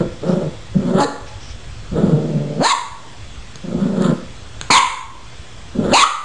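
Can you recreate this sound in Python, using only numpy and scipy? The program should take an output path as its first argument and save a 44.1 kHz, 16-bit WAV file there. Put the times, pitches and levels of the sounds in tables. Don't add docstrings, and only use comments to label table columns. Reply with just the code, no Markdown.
import sys
import numpy as np
from scipy import signal
from scipy.io import wavfile
from scipy.ndimage import uniform_filter1d

SR = 44100
rng = np.random.default_rng(int(sys.argv[2]) if len(sys.argv) > 2 else 0)


def to_wav(sig):
    pcm = np.clip(np.atleast_2d(sig), -1, 1) * 32767
    pcm = np.round(pcm).astype(np.int16)
    wavfile.write(sys.argv[1], SR, pcm.T)


N = 275184

# time_s, rasp_db, pitch_hz, tone_db, mouth_db (re throat), throbs_per_s
GROWL_CURVES = [
    [(0.0, -11.5, 173, -9.5, -14, 45), (0.054, -23, 176.6, -30.5, -34, 47),
     (0.07, -33, 175, -25, -21, 25.1)],
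    [(0.22, -25, 142.2, -43, -17, 26), (0.234, -23, 144.6, -32, -19, 24.3),
     (0.266, -21, 178.3, -25.5, -15.5, 24.3), (0.304, -16, 180.1, -12.5, -19, 30.9),
     (0.388, -23, 182, -21, -20.5, 20.9), (0.422, -23, 159.7, -24, -19, 15.1),
     (0.468, -28.5, 156.6, -26.5, -32, 33.4), (0.5, -32, 186, -16, -21, 23.3)],
    [(0.74, -25, 178.7, -27, -14, 37), (0.768, -34, 181, -17, -19, 34),
     (0.814, -27.5, 200.9, -23.5, -15, 28), (0.852, -28.5, 177.7, -20, -15.5, 36),
     (0.912, -22.5, 180.5, -20, -12, 36), (0.922, -20, 185.2, -14.5, -25, 25),
     (0.996, -10, 189.4, -18, -5.5, 31), (1.02, -7, 208, -19, -0.5, 38)],
    [(1.905, -46, 181.2, -38.5, -16, 27), (1.965, -19, 157.2, -16, -16.5, 16),
     (2.081, -21, 180.6, -20, -18, 21), (2.137, -20.5, 152.4, -18.5, -23, 19.8),
     (2.315, -26.5, 159.6, -24.5, -28, 16.7), (2.345, -27.5, 147.3, -23.5, -33, 19.2),
     (2.553, -31, 146, -32, -32, 20.3), (2.61, -24, 181.5, -18.5, -13, 26.4)],
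    [(3.63, -47, 176.6, -20, 4, 27.0), (3.65, -36, 172.6, -28.5, -14.5, 26.1),
     (3.79, -25, 181.1, -16, -21, 29.5), (3.806, -31, 183.8, -20.5, -7, 27.1),
     (3.934, -24, 189.9, -20.5, -22.5, 27.2), (4.046, -21, 175.1, -16, -5.5, 22.9),
     (4.118, -20, 175, -19.5, -16, 30), (4.15, -31, 174, -30, -40, 40)],
    [(5.742, -30.5, 184.4, -35, -9, 38), (5.774, -29, 191, -30, -28, 29.5),
     (5.8, -24, 213.7, -16.5, -16, 28.7), (5.816, -20, 210.2, -18, -28, 44.6),
     (5.846, -22.5, 179.6, -29, -9.5, 30.7), (5.876, -19, 170.2, -25, -19, 25.6),
     (5.912, -21.5, 178, -18, -7, 26.6), (5.93, 1, 177, -12, -2, 40)],
]
# first_throb_s, rattle_power_share, sag_db (between throbs)
GROWL_FLUTTERS = [(.009, 0.1, -11.5), (0.263, 0.17, -6), (0.764, 0.41, -8.5), (1.931, 0.39, -3),
                  (3.646, 0.38, -8.5), (5.764, 0.95, -5)]
# ring_hz, width_hz, relative_db
THROAT_RINGS = [(323, 225, 5.5), (549, 201, 4.5), (869, 174, -11)]
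MOUTH_RINGS = [(948, 220, 2.5), (1317, 334, 7.5), (1800, 440, -6)]
HISS_RINGS = [(3540, 1400, 6), (4570, 550, -1.5), (7240, 1020, 2.5), (9690, 230, 1)]
CHEST_HZ, CHEST_WIDTH_HZ = 215, 90
HISS_RE_MOUTH_DB, HISS_DB_PER_MOUTH_DB = -9, 0.94
THROB_S, THROB_CREST_DB, THROB_UNEVEN_DB = 0.036, 2.5, 2.5

# time_s, pitch_hz, jaw_ring_db
YAP_CURVES = [
    [(.975, 267.4, -20), (1.0, 280.8, -9), (1.015, 283.8, -5), (1.04, 290.7, -10), (1.06, 284.2, -11.5)],
    [(2.6, 207.7, -26), (2.617, 260.3, -7.5), (2.64, 403.8, -13.5), (2.662, 460.2, 1.5),
     (2.685, 592.3, -19), (2.71, 732, -4), (2.733, 642, -8), (2.74, 556, 6)],
    [(4.701, 235, 17), (4.712, 279.9, -2), (4.73, 382.4, -1), (4.75, 501, 5), (4.767, 559, 11.5),
     (4.785, 525, 5), (4.8, 537, -34)],
    [(5.922, 243.6, -10), (5.935, 300, 2.5), (5.95, 420, 1.5), (5.97, 520, 4), (5.99, 623.2, -3),
     (6.01, 706.5, -4), (6.04, 616, 10.5), (6.055, 548.4, -17)],
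]
# jaw_least_hz, jaw_open_hz, jaw_end_hz, tongue_start_hz, front_end_hz,
# tongue_db, front_db, upper_rise_s, roughness_0_to_1
YAP_MOUTHS = [(910, 760, 399, 1720, 3900, -23, -25.5, 0.032, 0.44),
              (300, 1150, 930, 1467, 3460, -14.5, -12.5, 0.048, 0.31),
              (958, 1100, 850, 2290, 2620, -0.5, -3.5, 0.0054, 0.37),
              (300, 1130, 1090, 2870, 2960, -4, -5.5, .015, 0.33)]
# jaw_hz, tongue_hz, front_hz
YAP_WIDTHS_HZ = (420, 450, 750)
# ring_hz, width_hz, level_db (re front ring)
YAP_TOP_RINGS = [(6780, 2280, -11.5), (9120, 880, -19.5)]
JAW_HARMONIC, JAW_CLOSE_S = 2, 0.03955
TONGUE_END_HZ, FRONT_START_HZ, GLIDE_POWER = 2180, 4410, 1.26
UPPER_FALL_S, UPPER_ENDS_DB = 0.015, -42
STEADY_S, STRAIN_PER_S = 0.05, 1.2

# start_s, length_s, level_db
HUFF = (4.036, 0.036, -33)
# start_s, length_s, level_db
SNIFFS = [(0.262, 0.095, -41.5), (1.258, 0.043, -43), (1.392, 0.097, -43), (1.467, 0.07, -42)]
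# ring_hz, width_hz, relative_db
SNIFF_RINGS = [(5540, 1300, -6.5), (2770, 2000, -9)]
# start_s, tick_peak_db, thump_db (re tick peak)
TAPS = [(0.2177, -34, 17), (3.5568, -14.5, -7), (4.0219, -15.5, -10), (4.6128, -6, -16)]
# mode_hz, relative_db, t60_s
TILE_MODES = [(1620, 0, 0.01), (2710, -5, 0.003), (4500, 15, 0.0018), (6420, 1.5, 0.012), (7300, -23, .008)]
DIP_HZ, DIP_WIDTH_HZ = 5600, 1400

# band_hz, t60_s, relative_db
ROOM_BANDS = [(185, 0.34, 3), (496, 0.47, 4), (734, 0.63, -3.5), (1064, 0.58, 4), (2330, 0.48, 5),
              (4040, 0.46, -0.5), (8050, 0.49, 2.5)]
ROOM_DB = -6.5

# band_hz, relative_density_db
RUMBLE_SPECTRUM = [(15, -40), (25, 5), (119, -0.5), (133, -39.5), (150, -18), (160, -9), (210, -41),
                   (350, -120)]
# time_s, level_db
RUMBLE_SWELL = [(0, -37), (.7, -37), (1.2, -37), (1.9, -30), (2.5, -53), (3.4, -33), (4.0, -46),
                (4.6, -34.5), (5.2, -38.5), (5.8, -33.5), (6.24, -42)]
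# band_hz, relative_density_db
HISS_SPECTRUM = [(88, -26), (150, 2.5), (247, -1.5), (936, -8), (1040, -10), (1160, -7.5), (3430, -10.5),
                 (7760, -17.5), (9780, -28), (10500, -59), (13600, -90), (22000, -120)]
HISS_DB = -41
# tone_hz, level_db_rms (before wavering)
WHINES = [(119, -47.5), (1034, -60.5), (3144, -62), (3402, -56), (7623, -64)]

DC_OFFSET, BAND_EDGE_HZ = 0.0163, 12350


def growl(rows, first_throb_s, rattle_share, sag_db):
    t, rasp_db, pitch_hz, tone_db, mouth_db, throbs_per_s = columns(rows)
    swell = throbbing(t, tone_db, np.clip(throbs_per_s, 10, 40), first_throb_s, sag_db)
    hiss_db = HISS_RE_MOUTH_DB + HISS_DB_PER_MOUTH_DB * mouth_db
    drive, puffs = folds(pitch_hz, jitter=0.055, rough=0.5, top_hz=2400)
    wavering_hz = pitch_hz * (1 + 0.035 * wobble(len(t), size=400))
    clean = np.sqrt(2) * sine(wavering_hz)
    chest = evened(resonate(puffs, CHEST_HZ, CHEST_WIDTH_HZ))
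    tone = swell * (np.sqrt(1 - rattle_share) * clean + np.sqrt(rattle_share) * chest)
    flutter = (swell / uniform_filter1d(swell, size=3000)) ** 0.3
    rasp = evened(rings(drive, THROAT_RINGS))
    rasp += gain_of(mouth_db) * evened(rings(drive, MOUTH_RINGS))
    rasp += gain_of(hiss_db) * evened(rings(puffs, HISS_RINGS))
    fade = signal.windows.tukey(len(t), min(0.024 / (t[-1] - t[0]), 1))
    return t[0], (tone + gain_of(rasp_db) * flutter * rasp) * fade


def throbbing(t, tone_db, throbs_per_s, first_throb_s, sag_db):
    beats = np.cumsum(throbs_per_s * (t >= first_throb_s)) / SR
    at = np.flatnonzero(np.diff(np.ceil(beats), prepend=0))
    uneven_db = THROB_UNEVEN_DB * rng.standard_normal(len(at))
    peaks = gain_of(tone_db[at] + THROB_CREST_DB + uneven_db)
    train = np.zeros(len(t))
    train[at] = peaks
    swells = signal.oaconvolve(train, np.hanning(int(THROB_S * SR)), "same")
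    return abs(swells) + np.interp(t, t[at], peaks) * gain_of(sag_db)


def yap(rows, least_hz, open_hz, end_hz, tongue_hz, front_hz, tongue_db, front_db, rise_s, rough):
    t, pitch_hz, jaw_db = columns(rows)
    jaw_hz, tongue_hz, front_hz, upper_db = mouth_shape(
        t, pitch_hz, least_hz, open_hz, end_hz, tongue_hz, front_hz, rise_s)
    tongue_gain = gain_of(tongue_db + upper_db - jaw_db)
    front_db = front_db + upper_db - jaw_db
    strain = np.clip((t - t[0] - STEADY_S) * STRAIN_PER_S, 0.012, 0.055)
    drive, puffs = folds(pitch_hz, jitter=0.008 + 0.3 * strain, rough=rough, top_hz=12000)
    drive += 3.16 * rough * np.diff(puffs, prepend=0)
    jaw_width, tongue_width, front_width = YAP_WIDTHS_HZ
    jaw = resonate(drive, jaw_hz, jaw_width)
    tongue = resonate(drive, tongue_hz, tongue_width)
    front = resonate(drive, front_hz, front_width)
    squeal = sine(jaw_hz * (1 + strain * wobble(len(t), size=200)))
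    squeal *= np.sqrt(2) * np.std(jaw) * gain_of(3 * wobble(len(t), size=150))
    takeover = np.clip((JAW_HARMONIC * pitch_hz - jaw_hz) / 120, 0, 0.8)
    mouth = (1 - takeover) * jaw + takeover * squeal - tongue_gain * tongue
    mouth += gain_of(front_db) * (front - rings(drive, YAP_TOP_RINGS))
    mouth += gain_of(front_db - 9.5) * resonate(puffs, 2470, 4360)
    lowest_db = 1 - 0.08 * np.maximum(pitch_hz - 240, 0)
    mouth += gain_of(lowest_db) * resonate(drive, pitch_hz, 180)
    return t[0], gain_of(jaw_db) * mouth / np.std(jaw) * signal.windows.tukey(len(t), 0.06)


def mouth_shape(t, pitch_hz, least_hz, open_hz, end_hz, tongue_hz, front_hz, rise_s):
    since_s = t - t[0]
    left_s = since_s[::-1]
    glide = (since_s / (t[-1] - t[0])) ** GLIDE_POWER
    closing = np.clip(1 - left_s / JAW_CLOSE_S, 0, 1)
    widest_hz = open_hz + (end_hz - open_hz) * closing
    jaw_hz = np.minimum(np.maximum(JAW_HARMONIC * pitch_hz, least_hz), widest_hz)
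    jaw_hz = uniform_filter1d(jaw_hz, size=400)
    reach = np.clip(glide * (pitch_hz.max() - 250) / 350, 0, 1)
    tongue_hz = tongue_hz + (TONGUE_END_HZ - tongue_hz) * reach
    front_hz = FRONT_START_HZ + (front_hz - FRONT_START_HZ) * glide
    closed = np.maximum(1 - since_s / rise_s, 0) + np.maximum(1 - left_s / UPPER_FALL_S, 0)
    return jaw_hz, tongue_hz, front_hz, UPPER_ENDS_DB * closed


def folds(pitch_hz, jitter, rough, top_hz):
    turns = np.cumsum(pitch_hz * (1 + jitter * wobble(len(pitch_hz), size=150))) / SR
    pulses = sum(np.cos(2 * np.pi * k * turns) * (k * pitch_hz < top_hz)
                 for k in range(1, int(top_hz / pitch_hz.min())))
    puffs = (0.75 + np.exp(-(turns % 1) / 1.1)) * rng.standard_normal(len(pitch_hz))
    puffs = evened(puffs)
    density = np.sqrt(SR / 2 / top_hz)
    return (1 - rough) * evened(pulses) + rough * density * puffs, puffs


def breath(length_s, level_db, ring_table, fade_share):
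    puff = evened(rings(rng.standard_normal(int(length_s * SR)), ring_table))
    return gain_of(level_db) * puff * signal.windows.tukey(len(puff), fade_share)


def tap(peak_db, thump_db):
    t = np.arange(2000) / SR
    ring = sum(gain_of(db - 60 * t / t60_s) * np.sin(2 * np.pi * hz * t)
               for hz, db, t60_s in TILE_MODES)
    ticks = rng.standard_normal(60) * np.hanning(60)
    tick = np.convolve(ring, ticks)[:len(t)]
    thump = np.sin(2 * np.pi * 130 * t) * np.exp(-t / 0.0045)
    return gain_of(peak_db) * (tick / abs(tick).max() + gain_of(thump_db) * thump)


def room(x):
    echoes = np.zeros(SR)
    at = np.arange(200, SR - 20, 20) + rng.integers(0, 20, (SR - 201) // 20)
    echoes[at] = rng.choice([-1.0, 1.0], at.shape)
    hz, t, z = signal.stft(echoes, SR, nperseg=512)
    bands = np.array(ROOM_BANDS)
    t60_s = read(bands[:, [0, 1]], hz)[:, None]
    level_db = read(bands[:, [0, 2]], hz)[:, None]
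    tail = signal.istft(z * gain_of(level_db - 60 * t / t60_s), SR, nperseg=512)[1]
    return signal.fftconvolve(x, tail / np.linalg.norm(tail))[:N]


def background():
    t = np.arange(N) / SR
    swell_db = np.interp(t, *np.transpose(RUMBLE_SWELL))
    mix = gain_of(swell_db) * noise(RUMBLE_SPECTRUM, patchy_db=4.5)
    mix += gain_of(HISS_DB) * noise(HISS_SPECTRUM, patchy_db=1.5)
    for hz, db in WHINES:
        level = np.sqrt(2) * gain_of(db + 1.8 * wobble(N, size=1500))
        mix += level * np.sin(2 * np.pi * hz * t + 0.22 * wobble(N, size=3000))
    return mix


def noise(spectrum, patchy_db):
    frames, hz = N // 512 + 5, np.fft.rfftfreq(2048, 1 / SR)
    a, b, patches = rng.standard_normal((frames, 1025, 3)).T
    patches = uniform_filter1d(patches, size=12, axis=0)
    patches = evened(uniform_filter1d(patches, size=6, axis=1))
    z = (a + 1j * b) * gain_of(read(spectrum, hz)[:, None] + patchy_db * patches)
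    return evened(signal.istft(z, nperseg=2048, noverlap=1536)[1][:N])


def resonate(x, hz, width_hz):
    turn = np.exp(2j * np.pi * np.cumsum(hz * np.ones(len(x))) / SR)
    r = np.exp(-np.pi * width_hz / SR)
    two_poles = np.convolve([1, -r], [1, -r])
    return 2 * (turn * signal.lfilter([(1 - r) ** 2], two_poles, x / turn)).real


def rings(x, table):
    return sum((-1) ** k * gain_of(db) * resonate(x, hz, width_hz)
               for k, (hz, width_hz, db) in enumerate(table))


def sine(hz):
    return np.sin(2 * np.pi * np.cumsum(hz) / SR)


def wobble(n, size):
    return evened(uniform_filter1d(uniform_filter1d(rng.standard_normal(n), size), size))


def gain_of(db):
    return 10 ** (np.asarray(db) / 20)


def evened(x):
    return x / np.sqrt(np.mean(x ** 2) + 1e-20)


def read(points, hz):
    f, value = np.transpose(points)
    return np.interp(np.log(hz + 1), np.log(f + 1), value)


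def columns(rows):
    s, *values = np.transpose(rows)
    t = np.arange(s[0], s[-1], 1 / SR)
    return t, *(np.interp(t, s, v) for v in values)


def add(mix, start_s, sound):
    part = mix[round(start_s * SR):][:len(sound)]
    part += sound[:len(part)]


def scene():
    dog, sniffs = np.zeros(N), np.zeros(N)
    for rows, flutter in zip(GROWL_CURVES, GROWL_FLUTTERS):
        add(dog, *growl(rows, *flutter))
    for rows, mouth in zip(YAP_CURVES, YAP_MOUTHS):
        add(dog, *yap(rows, *mouth))
    huff_s, length_s, level_db = HUFF
    add(dog, huff_s, breath(length_s, level_db, HISS_RINGS, fade_share=0.5))
    for start_s, peak_db, thump_db in TAPS:
        add(dog, start_s, tap(peak_db, thump_db))
    for start_s, length_s, level_db in SNIFFS:
        add(sniffs, start_s, breath(length_s, level_db, SNIFF_RINGS, fade_share=0.6))
    dip = signal.iirnotch(DIP_HZ, DIP_HZ / DIP_WIDTH_HZ, SR)
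    close = signal.lfilter(*dip, dog) + sniffs
    close = signal.sosfilt(signal.butter(4, 105, "high", fs=SR, output="sos"), close)
    return (close + gain_of(ROOM_DB) * room(close) + background())[None]


def record(dry):
    heard = signal.sosfilt(signal.butter(2, 700, "high", fs=SR, output="sos"), dry[0])
    power_db = 10 * np.log10(abs(uniform_filter1d(heard ** 2, size=400)) + 1e-12)
    fall_db = np.arange(N) * 64.5 / SR
    held_db = np.maximum.accumulate(power_db + fall_db) - fall_db
    over_db = np.maximum(held_db + 24, 0)
    ducked = dry / gain_of(0.46 * uniform_filter1d(over_db, size=200))
    soft = 0.8 * np.tanh(ducked / 0.8)
    dull = signal.sosfilt(signal.butter(7, 9900, fs=SR, output="sos"), soft)
    band_limit = signal.firwin(511, BAND_EDGE_HZ, window=("kaiser", 9), fs=SR)
    return signal.oaconvolve(dull + DC_OFFSET, band_limit[None], "same")


dry = scene()
out = record(dry)
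to_wav(out)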